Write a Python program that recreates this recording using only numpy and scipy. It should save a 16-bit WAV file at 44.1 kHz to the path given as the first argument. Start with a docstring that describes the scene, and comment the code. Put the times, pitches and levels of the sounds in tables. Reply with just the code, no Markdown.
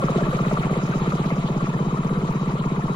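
"""Tractor and rotary tiller

A diesel tractor pulls a rotary tiller through dry soil, close by in an open field.
Gliding sine oscillators give one low boom per engine cycle, sagging in pitch, and a round of shorter knocks,
most of which soften as the tractor moves on. Filtered noise gives the clatter, the gritty rush of churned earth
and a little wind rumble below. Random impulses give the crumbs and set the steel hood and loose parts ringing;
damped tones of unsteady pitch give single short clacks, some of which strengthen an engine knock."""
import sys
import numpy as np
from scipy import signal
from scipy.fft import rfft, irfft
from scipy.io import wavfile
from scipy.ndimage import uniform_filter1d

SR = 44100
rng = np.random.default_rng(int(sys.argv[2]) if len(sys.argv) > 2 else 0)


def to_wav(sig):
    """Store sig (one row per channel, or 1-D mono) as 16-bit WAV at the path in sys.argv[1].

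    Samples outside -1..1 are clipped; the rate is SR.
    """
    pcm = np.clip(np.atleast_2d(sig), -1, 1) * 32767
    pcm = np.round(pcm).astype(np.int16)
    wavfile.write(sys.argv[1], SR, pcm.T)  # frames by channels


N = 130095
T = np.arange(N) / SR  # time, s
F = np.arange(N // 2 + 1) * SR / N  # frequency of each spectral bin, Hz

# engine cycle: rate at the first firing, its slow gain, time of that firing, start of the cycle ahead of it
CYCLE_HZ, SPEEDUP_HZ_PER_S, FIRST_S, LEAD_S = 16.385, .032, .0382, .02


def cycle_starts():
    """Uniform acceleration: start times of the engine cycles as the engine gains a little speed."""
    since = np.arange(-1, 50) / CYCLE_HZ
    return FIRST_S - LEAD_S + since - SPEEDUP_HZ_PER_S * since ** 2 / 2 / CYCLE_HZ


# the boom through one engine cycle: t/s in the cycle, f/Hz, level/dB before BOOM_DB and effort
BOOM = [(.010, 195, -34.5), (0.022, 191, -23), (0.025, 221, -13.5), (0.023, 216.5, -14), (0.03, 185, -13.5),
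        (0.032, 135, -14.5), (0.039, 149, -19.5), (.041, 171.4, -13.5), (0.043, 140.6, -23.5),
        (0.049, 112, -27.5), (0.052, 146, -21), (0.064, 185.4, -33), (0.07, 187.6, -25)]
# advance of the boom's phase: t/s, step per cycle/turns, scatter/turns
PHASE_CREEP = [(0, -0.19, 0.16), (.5, -0.023, 0.19), (0.656, 0.14, 0.1), (1.298, 0.24, 0.023),
               (1.501, 0.16, 0.11), (1.622, -0.014, 0.034), (1.754, 0.29, 0.018), (2.95, 0.33, 0.036)]
# strength of the firings: t/s, level/dB
EFFORT = [(.02, 0.5), (.08, -3), (.14, 0), (.3, -2), (.39, -0.5), (.57, -1), (.8, -1.6), (1.3, -1),
          (1.67, -1.8), (1.78, -1), (2.05, -1.5), (2.4, -2), (2.9, -2.3)]
BOOM_DB, BOOM_WOBBLE = 1, .016  # gain; pitch scatter as a fraction
BOOM_LAG_S, BOOM_SMOOTH_S, BOOM_EDGE_S = .00012, .0015, .01


def boom():
    """Frequency and amplitude modulation: an exhaust boom sags in pitch, with weaker after-beats."""
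    at, hz, db = np.array(BOOM).T
    when, creep, scatter = np.array(PHASE_CREEP).T
    starts, out = cycle_starts(), np.zeros((2, N))
    pitches, slips = rng.standard_normal((len(starts), 2)).T
    first_turns = np.cumsum(np.interp(starts, when, creep)) + np.interp(starts, when, scatter) * slips
    strengths_db = BOOM_DB + np.interp(starts, *np.array(EFFORT).T)
    length = at[-1] + BOOM_EDGE_S
    for start, first_turn, strength_db, pitch in zip(starts, first_turns, strengths_db, pitches):
        i = np.flatnonzero((T > start) & (T < start + length))
        if len(i):
            age = T[i] - start
            edge = np.clip(np.minimum(age, length - age) / BOOM_EDGE_S, 0, 1)
            pitch_hz = smooth(np.interp(age, at, hz)) * (1 + BOOM_WOBBLE * pitch)
            turns = np.cumsum(pitch_hz) / SR + first_turn
            swell = edge * smooth(undb(np.interp(age, at, db) + strength_db))
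            # successive booms overlap and add
            out[:, i] += swell * np.sin(2 * np.pi * np.array([turns, turns - pitch_hz * BOOM_LAG_S]))
    return out


def smooth(curve):
    """Moving average, applied twice: round the corners of a control curve."""
    size = int(BOOM_SMOOTH_S * SR)
    return uniform_filter1d(uniform_filter1d(curve, size), size)


# knocks of one cycle: t/s in the cycle, f/Hz, drift over the scene/octaves per s, glide within a knock/octaves
# per s, Gaussian half length/s, first level/dB, last level/dB, left lead/s, pan to the left/dB, phase scatter/turns
KNOCKS = [(.007, 1225, -0.053, -2.5, 0.0032, -22, -32.5, 0.00019, 5.5, 0.19),
          (.007, 2050, -0.014, -8, 0.0026, -42.5, -42.5, 0.000095, 1, 0.46),
          (.012, 564, 0.062, -13, 0.0053, -22, -41.5, 0.00019, -1.5, 0.45),
          (.0215, 425, -0.014, -80, 0.0038, -21.5, -27.5, 0.00015, 0, 0.17),
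          (.023, 1215, -0.038, -18, 0.0088, -34.5, -36.5, 0.00038, 9.5, 0.32),
          (.038, 812, 0.088, 5, 0.0032, -37, -28.5, .00018, 7.5, 0.19),
          (.0415, 396, 0, -50, 0.0019, -22, -26, 0.00015, 0, 0.11),
          (.051, 642, 0.024, -7.5, 0.0035, -28.5, -51, 0.000064, -10.5, 0.41),
          (.053, 1314, -0.074, 14, 0.0063, -32, -34, 0.00042, 5, 0.44)]
KNOCK_SCATTER_DB, KNOCK_WOBBLE, KNOCK_JITTER_S = 2.24, .062, .00049
KNOCK_ROUGH_RAD, KNOCK_CREEP_TURNS = .59, -.29  # phase wander; phase step per cycle
KNOCK_SETTLE_S = 1.72  # the knocks ease from their first level towards their last


def knocks():
    """Gaussian tone bursts: short, rough knocks at fixed places in the cycle, each a little different."""
    out, starts = np.zeros((2, N)), cycle_starts()
    for at, hz, drift, glide, half, first_db, last_db, lag, pan_db, loose in KNOCKS:
        rough = KNOCK_ROUGH_RAD * walk(700)
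        pan = undb([[pan_db / 2], [-pan_db / 2]])
        chances = rng.standard_normal((len(starts), 4))
        for k, (start, (size, pitch, late, slip)) in enumerate(zip(starts, chances)):
            centre = start + at + KNOCK_JITTER_S * late
            i = np.arange(*np.clip([int((centre - .03) * SR), int((centre + .03) * SR)], 0, N))
            age = T[i] - centre
            pitch_hz = hz * (1 + KNOCK_WOBBLE * pitch) * 2 ** (drift * start + glide * age / 2)
            turns = pitch_hz * age + k * KNOCK_CREEP_TURNS + loose * slip
            eased_db = last_db + (first_db - last_db) * np.exp(-start / KNOCK_SETTLE_S)
            swell = np.exp(-.5 * (age / half) ** 2) * undb(eased_db + KNOCK_SCATTER_DB * size)
            phase = 2 * np.pi * np.array([turns, turns - pitch_hz * lag]) + rough[i]
            out[:, i] += swell * np.sin(phase) * pan
    return out


# spectrum of the engine and gearbox clatter: f/Hz, relative level/dB per Hz
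CLATTER = [(100, 3.5), (250, -1), (400, 6), (520, 0), (640, -6.5), (780, -4.5), (1000, 0.5), (1380, -11.5),
           (1580, -18.5), (3000, -41), (8000, -82)]
CLATTER_DB, CLATTER_FADE_DB_PER_S = -35.5, -.5  # rms before fade, waver and pulse
CLATTER_LAG_S, CLATTER_SPREAD = .00016, .083
CLATTER_PULSE_DB, CLATTER_PULSE_S = .5, .011


def clatter():
    """Modulated noise: dense clatter swells with each cycle and fades as the tractor draws away."""
    hiss = level(colour(ports(noise, CLATTER_SPREAD, CLATTER_LAG_S), CLATTER), CLATTER_DB)
    waver_db = 3.1 * walk(90)
    return hiss * undb(CLATTER_FADE_DB_PER_S * T + waver_db) * throb(CLATTER_PULSE_DB, CLATTER_PULSE_S)


# resonances of the loose linkage and flap: f/Hz, half width/Hz, relative level/dB
RATTLE = [(333, 52, 2), (636, 94, -2), (914, 81, -4), (1147, 69, -1), (1338, 38, 2.5), (1930, 240, -11),
          (2526, 41, -8.5), (3333, 61, -19), (3750, 150, -18.5)]
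RATTLE_DB, RATTLE_FADE_DB_PER_S = -36, -2  # rms before the fade
RATTLES_PER_S, RATTLE_SCATTER_DB = 190, 2


def rattle():
    """Impulse excitation: loose parts chatter, each at random moments and with its own resonance."""
    taps = lambda: crumbs(RATTLES_PER_S, RATTLE_SCATTER_DB)
    parts = sum(level(ring(ports(taps, HOOD_SPREAD, HOOD_LAG_S), hz, width), db) for hz, width, db in RATTLE)
    return level(parts, RATTLE_DB) * undb(RATTLE_FADE_DB_PER_S * T)


# spectrum of thrown earth: f/Hz, relative level/dB per Hz
SOIL = [(300, -12.5), (900, 3.5), (1700, 1), (2400, 3), (2800, -2), (4000, -5), (4800, -11.5), (7000, -10),
        (8200, -19.5), (10500, -17), (12500, -28), (13500, -27), (15500, -27)]
# resonances of the steel hood and gear case: f/Hz, half width/Hz, relative level/dB
HOOD = [(1167, 38, 5), (1333, 96, -2.5), (1780, 82, -7.5), (2150, 53, -16), (3055, 30, -8), (3400, 17, -19),
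        (3866, 25, -10), (4295, 70, -19), (4880, 22, -19), (6700, 16, -15), (6990, 110, -19),
        (7915, 13, -50), (10300, 63, -41)]
# how hard the blades churn: t/s, level/dB
CHURN = [(0, 2), (.35, 4.5), (.7, 2.5), (1.1, 3), (1.5, 0.5), (2, -0.5), (2.4, 0.5), (2.95, -2)]
SOIL_DB, CRUMB_DB, HOOD_DB = -46.5, -48, -43  # rms before flicker, churn and pulse
SOIL_SPREAD, HOOD_SPREAD, HOOD_LAG_S = .78, .29, .000236
CRUMBS_PER_S, CRUMB_SCATTER_DB = 2200, 3
HOOD_CRUMBS_PER_S, HOOD_SCATTER_DB = 2500, 2.5
SOIL_PULSE_DB, SOIL_PULSE_S = -.08, .031  # negative: a very slight dip at this time in the cycle


def tiller():
    """Broadband noise and struck resonances: earth rushes, crumbs patter, dense spray rings the hood."""
    grains = lambda: crumbs(CRUMBS_PER_S, CRUMB_SCATTER_DB)
    spray = lambda: crumbs(HOOD_CRUMBS_PER_S, HOOD_SCATTER_DB)
    rush = level(colour(ports(noise, SOIL_SPREAD, HOOD_LAG_S), SOIL), SOIL_DB)
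    patter = level(colour(ports(grains, SOIL_SPREAD, HOOD_LAG_S), SOIL), CRUMB_DB)
    hits = ports(spray, HOOD_SPREAD, HOOD_LAG_S)
    hood = level(sum(level(ring(hits, hz, width), db) for hz, width, db in HOOD), HOOD_DB)
    effort = undb(np.interp(T, *np.array(CHURN).T))
    return (flicker(rush + patter) + hood) * effort * throb(SOIL_PULSE_DB, SOIL_PULSE_S)


# edges of the flickering bands: f/Hz
SOIL_BANDS_HZ = [0, 1600, 2800, 4600, 7200, 9500, 12500, 22050]
SOIL_FLICKER_DB = 3


def flicker(x):
    """Independent band modulation: each band of the rush and patter wavers quickly on its own."""
    spectrum, out = rfft(x), 0
    for lo, hi in zip(SOIL_BANDS_HZ, SOIL_BANDS_HZ[1:]):
        band = irfft(spectrum * ((F >= lo) & (F < hi)), N)
        out = out + band * undb(SOIL_FLICKER_DB * walk(90))
    return out


# single short clacks: t/s, f/Hz, width/Hz (5 x pitch spread), decay/s, level/dB before decay;
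# several fall on the engine's knocks and strengthen them
CLACKS = [(0.084, 1133, 300, 0.0027, -20), (0.097, 660, 297, 0.0016, -18),
          (0.111, 1077, 201, 0.0039, -21.5), (0.156, 340, 200, 0.014, -21), (.182, 658, 140, 0.02, -24.5),
          (0.233, 1656, 398, 0.008, -29), (0.332, 570, 194, 0.0061, -25.5),
          (0.387, 1174, 363, 0.012, -26.5), (0.513, 606, 160, .009, -20), (0.514, 1244, 393, 0.0034, -25),
          (0.54, 856, 294, 0.0044, -25), (0.658, 844, 250, 0.0067, -33), (1.06, 1307, 310, 0.0035, -32),
          (1.12, 1225, 304, 0.0054, -27), (1.303, 1029, 392, 0.0042, -24), (1.303, 2160, 601, .007, -29),
          (1.543, 1184, 408, 0.0049, -26), (1.605, 1055, 297, 0.0058, -25.5),
          (1.736, 1863, 377.5, 0.01, -34), (2.091, 964, 298, 0.0029, -27.5),
          (2.515, 655.2, 308, 0.0043, -29), (2.821, 1798, 250, 0.01, -37), (2.881, 1055, 298, 0.0059, -27)]
CLACK_ATTACK_S, CLACK_WAVER_PER_S = .0016, 360


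def clacks():
    """Damped oscillation: single short clacks, each of unsteady pitch."""
    out = 0
    for at, hz, width, decay, db in CLACKS:
        pitch_hz = hz + width / 5 * walk(CLACK_WAVER_PER_S)
        attack = np.clip((T - at) / CLACK_ATTACK_S, 0, 1)
        out = out + level(tone(pitch_hz, CLATTER_LAG_S), db) * np.exp(-np.abs(T - at) / decay) * attack
    return out


# spectrum of the rumble at the microphone: f/Hz, relative level/dB per Hz
RUMBLE = [(10, 13), (25, 4), (40, 4), (70, -13), (110, -14), (200, 4), (400, -44), (2000, -90)]
# gusts on the microphone: t/s, Gaussian half length/s, rise in level/dB
GUSTS = [(0.215, 0.04, 5), (.6, .018, 7), (1.89, 0.038, 4), (2.14, 0.041, 6)]
RUMBLE_DB, RUMBLE_SPREAD, RUMBLE_PULSE_DB, RUMBLE_PULSE_S = -39.5, .05, 6, .039


def rumble():
    """Amplitude-modulated low noise: it heaves with the engine and swells in short gusts."""
    gust_db = sum(db * np.exp(-.5 * ((T - at) / half) ** 2) for at, half, db in GUSTS)
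    low = colour(ports(noise, RUMBLE_SPREAD, 0), RUMBLE)
    return level(low * throb(RUMBLE_PULSE_DB, RUMBLE_PULSE_S) * undb(gust_db), RUMBLE_DB)


def undb(db):
    """Decibel definition: amplitude ratio of a level."""
    return 10 ** (np.asarray(db) / 20)


def level(x, db):
    """Root mean square: scale to an rms level over the whole signal."""
    return x * undb(db) / np.sqrt(np.mean(x ** 2))


def colour(x, points):
    """Spectral shaping: filter by (f/Hz, level/dB) points joined along log frequency."""
    hz, db = np.array(points, float).T
    return irfft(rfft(x) * undb(np.interp(np.log(np.maximum(F, 1)), np.log(hz), db)), N)


def ring(x, hz, width):
    """Resonance: two equal one-pole resonators in series, 6 dB down at hz +- width."""
    return irfft(rfft(x) / (1 + 1j * (F - hz) / width) ** 2, N)


def tone(pitch_hz, lag_s):
    """Phase as the integral of frequency: a tone of moving pitch that reaches the right port late."""
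    turns = np.cumsum(pitch_hz) / SR + rng.random()
    return np.sin(2 * np.pi * np.array([turns, turns - pitch_hz * lag_s]))


def noise():
    """White noise: equal mean power at every frequency."""
    return rng.standard_normal(N)


def crumbs(per_s, scatter_db):
    """Random impulse process: tiny impacts of either sign, a few much larger than the rest."""
    sizes = undb(scatter_db * np.minimum(rng.exponential(size=N), 5))
    return (rng.random(N) < per_s / SR) * np.sign(noise()) * sizes


def walk(rate):
    """Smoothed random process: slow chance with a standard deviation of 1, drawn rate times a second."""
    k = int(SR / rate)
    steps = np.repeat(rng.standard_normal(N // k + 1), k)
    w = uniform_filter1d(uniform_filter1d(steps, k), k)[:N]
    return w / w.std()


def throb(depth_db, peak_s):
    """Periodic modulation: a gain that goes up and down by depth_db once per engine cycle."""
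    starts = cycle_starts()
    return undb(depth_db * np.cos(2 * np.pi * np.interp(T - peak_s, starts, np.arange(len(starts)))))


def ports(draw, spread, lag_s):
    """Partial coherence: two microphone ports share a part, late at the right, and each has its own."""
    shared, spread = draw(), np.clip(spread, 0, 1)
    late = irfft(rfft(shared) * np.exp(-2j * np.pi * F * lag_s), N)
    return np.sqrt(1 - spread) * np.array([shared, late]) + np.sqrt(spread) * np.array([draw(), draw()])


def scene():
    """Superposition: the pressures of all sources add."""
    return boom() + knocks() + clatter() + rattle() + tiller() + clacks() + rumble()


TOP_HZ = 15750


def record(dry):
    """Band limiting: a steep elliptic low-pass cuts the top."""
    return signal.sosfilt(signal.ellip(8, .2, 70, TOP_HZ, fs=SR, output="sos"), dry)


dry = scene()
out = record(dry)
to_wav(out)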